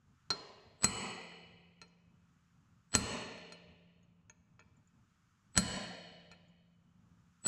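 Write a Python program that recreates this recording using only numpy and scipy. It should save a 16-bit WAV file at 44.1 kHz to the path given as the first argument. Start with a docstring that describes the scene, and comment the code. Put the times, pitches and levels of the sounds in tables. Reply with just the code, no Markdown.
"""A smith's hand hammer drives a long chisel into a steel bar on an anvil, in a hard-walled workshop.
Heavy blows swell in, crack, ring the steel and shake the stand. Between them the chisel is set down
with light taps that rock the bar, and a chain clinks. A gas burner roars and hisses faintly.
A limiter ducks at each heavy blow, so the echo seems to hang before it dies."""
import sys
import numpy as np
from scipy import signal
from scipy.fft import rfft, irfft
from scipy.io import wavfile
from scipy.ndimage import uniform_filter1d

SR = 44100
rng = np.random.default_rng(int(sys.argv[2]) if len(sys.argv) > 2 else 0)


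def store_pcm(level_fs):
    """Save levels as 16-bit WAV."""
    pcm = np.round(np.clip(level_fs, -1, 1) * 32767).astype(np.int16)
    wavfile.write(sys.argv[1], SR, np.atleast_2d(pcm).T)


N = 329427

# Chisel set down. Each row: start in seconds, strength in dB, bar clunk in dB, loss per rock in dB,
# contact cut-off in Hz.
TAPS = [(0.304, -13, -23, 8, 5705), (1.318, -62, -35.5, 5, 7800), (1.8155, -39, -33, 7, 7600),
        (3.379, -47, -36, 6, 8360), (3.5220, -39, -31, 15, 8800), (4.2974, -55, -35.5, 12.5, 3700),
        (4.5930, -45, -37.5, 3, 3320), (6.315, -45.5, -36.5, 2.5, 7740)]
# Heavy blows. Each row: start in seconds, level in dB, then lengthwise ring, stand thud and anvil ring
# in relative dB, contact cut-off in Hz.
BLOWS = [(0.844, -4, 1, -2.5, -15.5, 10500), (2.9510, -3.5, -2, 3, -3, 15000),
         (5.5762, -3.5, -2.5, 2.5, -2, 12500), (7.4712, -4.5, 6, 12, 10, 12500)]
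# Chain clinks, mostly at taps. Each row: start in seconds, level in dB, pitch in Hz.
CLINKS = [(1.815, -60, 6445), (1.879, -76, 6600), (3.522, -56.5, 6630), (4.030, -76, 6530),
          (4.297, -52.5, 6446), (4.596, -67, 6550), (4.768, -75, 7100), (4.873, -70.5, 6900),
          (6.318, -67, 6930), (6.483, -77, 6890)]
# Background level over time. Each row: time in seconds, roar gain in dB, hiss gain in dB.
BACKGROUND_LEVELS = [(0, 4, -3), (0.199, 3, 2), (1.899, 1, -9), (2.3, 1, 0.5), (2.9, 3, 0), (3.899, 0, -9.5),
                     (4.3, 3.5, -8), (5.101, 1, 1), (5.501, 1.5, 1), (6.6, 1, -9), (7.1, 4, -0.5),
                     (7.47, 1.5, 2.5)]
# Noise colours. Each row: frequency in Hz, relative density in dB.
BURNER_SPECTRUM = [(25, -13.5), (50, -9), (90, 3.5), (160, -1), (230, -4), (330, -19.5), (600, -26.5),
                   (1300, -18.5), (2000, -29), (3000, -31), (4200, -36.5), (7000, -32.5), (9000, -46),
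                   (15000, -47)]
CLICK_SPECTRUM = [(40, -13), (200, 6), (450, 1), (1100, -0.5), (1800, -4), (2600, -10), (3600, -1.5),
                  (5400, 3.5), (7000, -1), (8500, -6.5), (11000, -14.5), (13000, -24), (15000, -50.5)]
ROOM_SPECTRUM = [(60, -2), (200, -0.5), (450, 2.5), (750, 2.5), (1100, 3.5), (1500, -3.5), (2300, 1),
                 (3500, -2.5), (4200, 0), (6000, -9), (8000, -7), (10000, -9.5), (15000, -4.5)]
CRACK_SPECTRUM = [(30, -23), (90, -0.5), (190, 8.5), (300, -2), (600, -1.5), (850, -4), (1400, -1.5),
                  (2400, -5.5), (4000, -6.5), (5200, -1.5), (6300, 2.5), (8000, 0.5), (10000, -14.5),
                  (12500, -20), (15000, -45.5)]
# Noise decays. Each row: frequency in Hz, T60 in seconds.
CLICK_DECAY = [(100, .12), (1000, 0.11), (5000, 0.035), (15000, .025)]
ROOM_DECAY = [(60, 0.48), (200, 0.85), (500, 1.675), (1300, 0.91), (2600, 1.705), (4300, 1.203),
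              (7000, 0.74), (10000, 0.5), (15000, 0.62)]
CRACK_DECAY = [(100, 0.092), (1000, 0.066), (3000, 0.047), (6000, 0.012), (15000, 0.16)]
# Modes of the struck parts. Each row: frequency in Hz, relative level in dB, T60 in seconds.
BENDING_MODES = [(1352, -20.5, .12), (1440, -26, .07), (3957, -29, .1), (4190, -12.5, .115),
                 (4660, -27, .06), (5626, -24, .08), (7890, -29, .08), (8926, -23, .1), (11180, -30, .06)]
BAR_MODES = [(455, -32, .09), (613, -34, .14), (900, -30, .07), (1000, -29, .04), (1400, -23, .04),
             (1790, -21, .035), (2310, -22, .035), (2560, -19, .03), (3270, -29, .03)]
LENGTHWISE_MODES = [(7897, -3, .055), (8050, -16, .025)]  # compression waves along the chisel
ANVIL_MODES = [(4630, -39, .15), (4848, -28, .2), (6412, -33, .12), (6900, -24, .04), (7090, -28, .07),
               (9297, -43, .3), (9975, -37, .18)]
STAND_MODES = [(42, -38, .3), (67, -31.5, .36), (78, -29, .32), (117, -24, .24), (146, -27, .16),
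               (180, -23, .26), (208, -20.5, .22), (236, -28, .2)]  # stand and floor
HEAD_MODES = [(2962, -25.5, .065), (4295, -21, .045), (4380, -27, .03), (7860, -21, .035), (10060, -39, .1)]
# Modes of a chain link. Each row: pitch ratio, relative level in dB, T60 in seconds.
LINK_MODES = [(1, 2, .052), (1.03, 0, .026), (1.07, -3.5, .04), (1.72, -27, .04)]
# Sound paths by source. Each row: direct gain in dB, gain to the walls in dB.
PATHS = {"blow": (0, 1), "bar": (0, -2), "chisel": (0, -13.5), "head": (-9, 7), "click": (0, 6.2),
         "chain": (0, 1)}


def from_db(db):
    """Decibels to gain."""
    return 10 ** (np.asarray(db) / 20)


def at_hz(points, hz):
    """Read a table on a log-frequency axis."""
    knots, values = np.transpose(points)
    return np.interp(np.log(np.maximum(hz, 1)), np.log(knots), values)


def seconds(length_s):
    """Time axis."""
    return np.arange(int(length_s * SR)) / SR


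def add(track, start_s, sound):
    """Mix a sound into the track."""
    start = min(round(start_s * SR), N)
    track[start:start + len(sound)] += sound[:N - start]


def butter(x, order, hz, side="low"):
    """Butterworth filter."""
    return signal.sosfilt(signal.butter(order, hz, side, fs=SR, output="sos"), x)


def softened(x, contact_hz):
    """Low-pass: a longer contact wakes fewer high modes."""
    return butter(x, 6, min(contact_hz, .45 * SR))


def noise(spectrum, size):
    """Coloured noise, rms 1."""
    hz = np.fft.rfftfreq(size, 1 / SR)
    phases = np.exp(2j * np.pi * rng.random(len(hz)))
    x = irfft(from_db(at_hz(spectrum, hz)) * phases, size)
    return x / np.std(x)


def dying_noise(spectrum, decay, t, band_count=18):
    """Coloured noise; each band dies at its own rate."""
    bins, hz = rfft(noise(spectrum, len(t))), np.fft.rfftfreq(len(t), 1 / SR)
    centres_hz = np.geomspace(50, 16000, band_count)
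    weights = [at_hz(list(zip(centres_hz, share)), hz) for share in np.eye(band_count)]
    return sum(irfft(bins * weight, len(t)) * from_db(-60 * t / t60_s)
               for weight, t60_s in zip(weights, at_hz(decay, centres_hz)))


def ring(modes, t):
    """Struck modes; strength and sign vary per stroke."""
    scatter_db = rng.normal(0, 1.2, len(modes))
    return sum(rng.choice([-1, 1]) * from_db(db + offset_db - 60 * t / t60_s) * np.sin(2 * np.pi * hz * t)
               for (hz, db, t60_s), offset_db in zip(modes, scatter_db))


def gas_burner(roar_db, hiss_db, flutter_db, flutter_hz, split_hz=1100):
    """A low roar flutters with the flame, under a faint hiss."""
    flutter_spectrum = [(flutter_hz, 0), (2 * flutter_hz, -12),
                        (10 * flutter_hz, -60), (20 * flutter_hz, -120)]
    flutter = noise(flutter_spectrum, N)
    roar = butter(noise(BURNER_SPECTRUM, N), 4, split_hz, "low")
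    hiss = butter(noise(BURNER_SPECTRUM, N), 4, split_hz, "high")
    times_s, roar_level_db, hiss_level_db = np.transpose(BACKGROUND_LEVELS)
    t = np.arange(N) / SR
    roar *= from_db(roar_db + np.interp(t, times_s, roar_level_db) + flutter_db * flutter)
    hiss *= from_db(hiss_db + np.interp(t, times_s, hiss_level_db))
    return roar + hiss


def edge_clicks(click_db, cutoff_ratio):
    """The chisel's sharp edge clicks at each tap, brighter than the bar under it."""
    out, t = np.zeros(N), seconds(.5)
    for start_s, strength_db, _, _, contact_hz in TAPS:
        click = from_db(strength_db + click_db) * dying_noise(CLICK_SPECTRUM, CLICK_DECAY, t)
        add(out, start_s, softened(click, cutoff_ratio * contact_hz))
    return out


def chisel_bending(blow_db):
    """The shank bends and pings at every blow and tap."""
    out, t = np.zeros(N), seconds(.4)
    for start_s, level_db, *_ in BLOWS:
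        add(out, start_s, from_db(level_db + blow_db) * ring(BENDING_MODES, t))
    for start_s, strength_db, _, _, contact_hz in TAPS:
        add(out, start_s, softened(from_db(strength_db) * ring(BENDING_MODES, t), contact_hz))
    return out


def bar_clunks(blow_db, rocks=3, mean_gap_s=.01):
    """A blow slams the bar against the anvil; a tap tips it and it rocks back to rest."""
    out, t = np.zeros(N), seconds(.3)
    for start_s, level_db, *_ in BLOWS:
        add(out, start_s, from_db(level_db + blow_db) * ring(BAR_MODES, t))
    for start_s, _, clunk_db, loss_db, contact_hz in TAPS:
        gaps_s = mean_gap_s * (.5 + rng.random(rocks))
        for k, delay_s in enumerate(np.cumsum([0, *gaps_s])):
            clunk = from_db(clunk_db - k * loss_db) * ring(BAR_MODES, t)
            add(out, start_s + delay_s, softened(clunk, contact_hz))
    return out


def workshop_echo(x, wet_db, build_s):
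    """A diffuse echo builds between the walls; the mids last longest."""
    t = seconds(2)
    response = dying_noise(ROOM_SPECTRUM, ROOM_DECAY, t) * (1 - np.exp(-t / build_s))
    return from_db(wet_db) * signal.fftconvolve(x, response / np.linalg.norm(response))[:N]


def lead_in(whistle_db, rise_t60_s, tick_db, ticks=3, gap_s=.0107, growth_db=12, ping_db=4):
    """A thin whistle and a few growing ticks swell into each blow."""
    out, t = np.zeros(N), seconds(.06)
    whistle = np.sin(2 * np.pi * LENGTHWISE_MODES[0][0] * t)
    for start_s, level_db, lengthwise_db, *_ in BLOWS:
        swell = from_db(level_db + lengthwise_db + whistle_db - 60 * t[::-1] / rise_t60_s)
        add(out, start_s - t[-1], swell * whistle)
        for k in range(ticks):  # counted back from the blow
            tick = dying_noise(CRACK_SPECTRUM, CRACK_DECAY, t)
            tick += from_db(ping_db) * (ring(BENDING_MODES, t) + ring(HEAD_MODES, t))
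            gain = from_db(level_db + tick_db - k * growth_db)
            add(out, start_s - (k + 1) * gap_s, gain * softened(tick, contact_hz=5050))
    return out


def crack(level_db, snap_s=.0013):
    """Steel on steel: a hard snap, then a dense clatter of short-lived modes."""
    t = seconds(.2)
    snap = 1 + 1.8 * np.exp(-t / snap_s)
    return from_db(level_db) * dying_noise(CRACK_SPECTRUM, CRACK_DECAY, t) * snap


def hammer_blows(push_hz=195, push_t60_s=.03):
    """Each blow cracks, sends a wave along the chisel, rings the anvil and shakes the stand."""
    out, t = np.zeros(N), seconds(1)
    # The bar gives way under the edge.
    push = from_db(-6 - 60 * t / push_t60_s) * np.sin(2 * np.pi * push_hz * t)
    for start_s, level_db, lengthwise_db, thud_db, anvil_db, contact_hz in BLOWS:
        chisel = from_db(lengthwise_db) * ring(LENGTHWISE_MODES, t)
        anvil = from_db(anvil_db) * ring(ANVIL_MODES, t)
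        thud = from_db(thud_db) * ring(STAND_MODES, t)
        add(out, start_s, from_db(level_db) * (chisel + anvil + thud + push))
        add(out, start_s, softened(crack(level_db - 9), contact_hz))
    return butter(out, 3, hz=38, side="high")  # the anvil is too small to radiate the deepest bass


def hammer_head():
    """The head rings as it rebounds, high above the work; heard mostly via the walls."""
    out, t = np.zeros(N), seconds(.3)
    for start_s, level_db, *_ in BLOWS:
        add(out, start_s, from_db(level_db) * ring(HEAD_MODES, t))
    return out


def stand_hum(hz, hum_db, t60_s):
    """One barely damped mode of the stand hums on after each blow."""
    out, t = np.zeros(N), seconds(2.5)
    for start_s, level_db, *_ in BLOWS:
        add(out, start_s, from_db(level_db + hum_db - 60 * t / t60_s) * np.sin(2 * np.pi * hz * t))
    return out


def chain(attack_s):
    """Link meets link gently: a brief cluster of close modes and one overtone."""
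    out, t = np.zeros(N), seconds(.3)
    attack = 1 - np.exp(-t / attack_s)
    for start_s, level_db, hz in CLINKS:
        modes = [(hz * ratio, db, t60_s) for ratio, db, t60_s in LINK_MODES]
        add(out, start_s, from_db(level_db) * ring(modes, t) * attack)
    return out


def scene():
    """Anvil work, its echo and the burner, in mono."""
    sources = {
        "blow": hammer_blows(),
        "bar": bar_clunks(blow_db=1.5),
        "chisel": chisel_bending(blow_db=-1),
        "head": hammer_head(),
        "click": edge_clicks(click_db=-17.5, cutoff_ratio=1.7),
        "chain": chain(attack_s=.00047),
    }
    direct = sum(from_db(PATHS[name][0]) * sound for name, sound in sources.items())
    to_walls = sum(from_db(PATHS[name][1]) * sound for name, sound in sources.items())
    echo = workshop_echo(to_walls, wet_db=-14.5, build_s=.0085)
    swell = lead_in(whistle_db=-22, rise_t60_s=.058, tick_db=-27)
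    burner = gas_burner(roar_db=-72, hiss_db=-67, flutter_db=2.54, flutter_hz=3.8)
    hum = stand_hum(hz=172.3, hum_db=-52, t60_s=6)
    return (direct + hum + echo + swell + burner)[None]


def limiter(x, ceiling_db, release_db_per_s, window_samples=44):
    """Gain drops at once above the ceiling and climbs back steadily."""
    power = uniform_filter1d(x ** 2, window_samples)
    level_db = 10 * np.log10(np.maximum(power, 1e-12))
    excess_db = np.maximum(level_db - ceiling_db, 0)
    climb_db = release_db_per_s * np.arange(N) / SR
    cut_db = np.maximum.accumulate(excess_db + climb_db, axis=-1) - climb_db
    return x * from_db(-uniform_filter1d(cut_db, window_samples))


def record(dry):
    """Limit the blows, round the remaining peaks, roll off the top."""
    held = limiter(dry, ceiling_db=-16, release_db_per_s=59)
    rounded = .38 * np.tanh(held / .38)
    dulled = butter(rounded, 3, hz=12500)
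    steep_lowpass = signal.cheby2(14, 70, 16000, fs=SR, output="sos")  # 70 dB down from 16 kHz
    return signal.sosfilt(steep_lowpass, dulled)


dry = scene()
out = record(dry)
store_pcm(out)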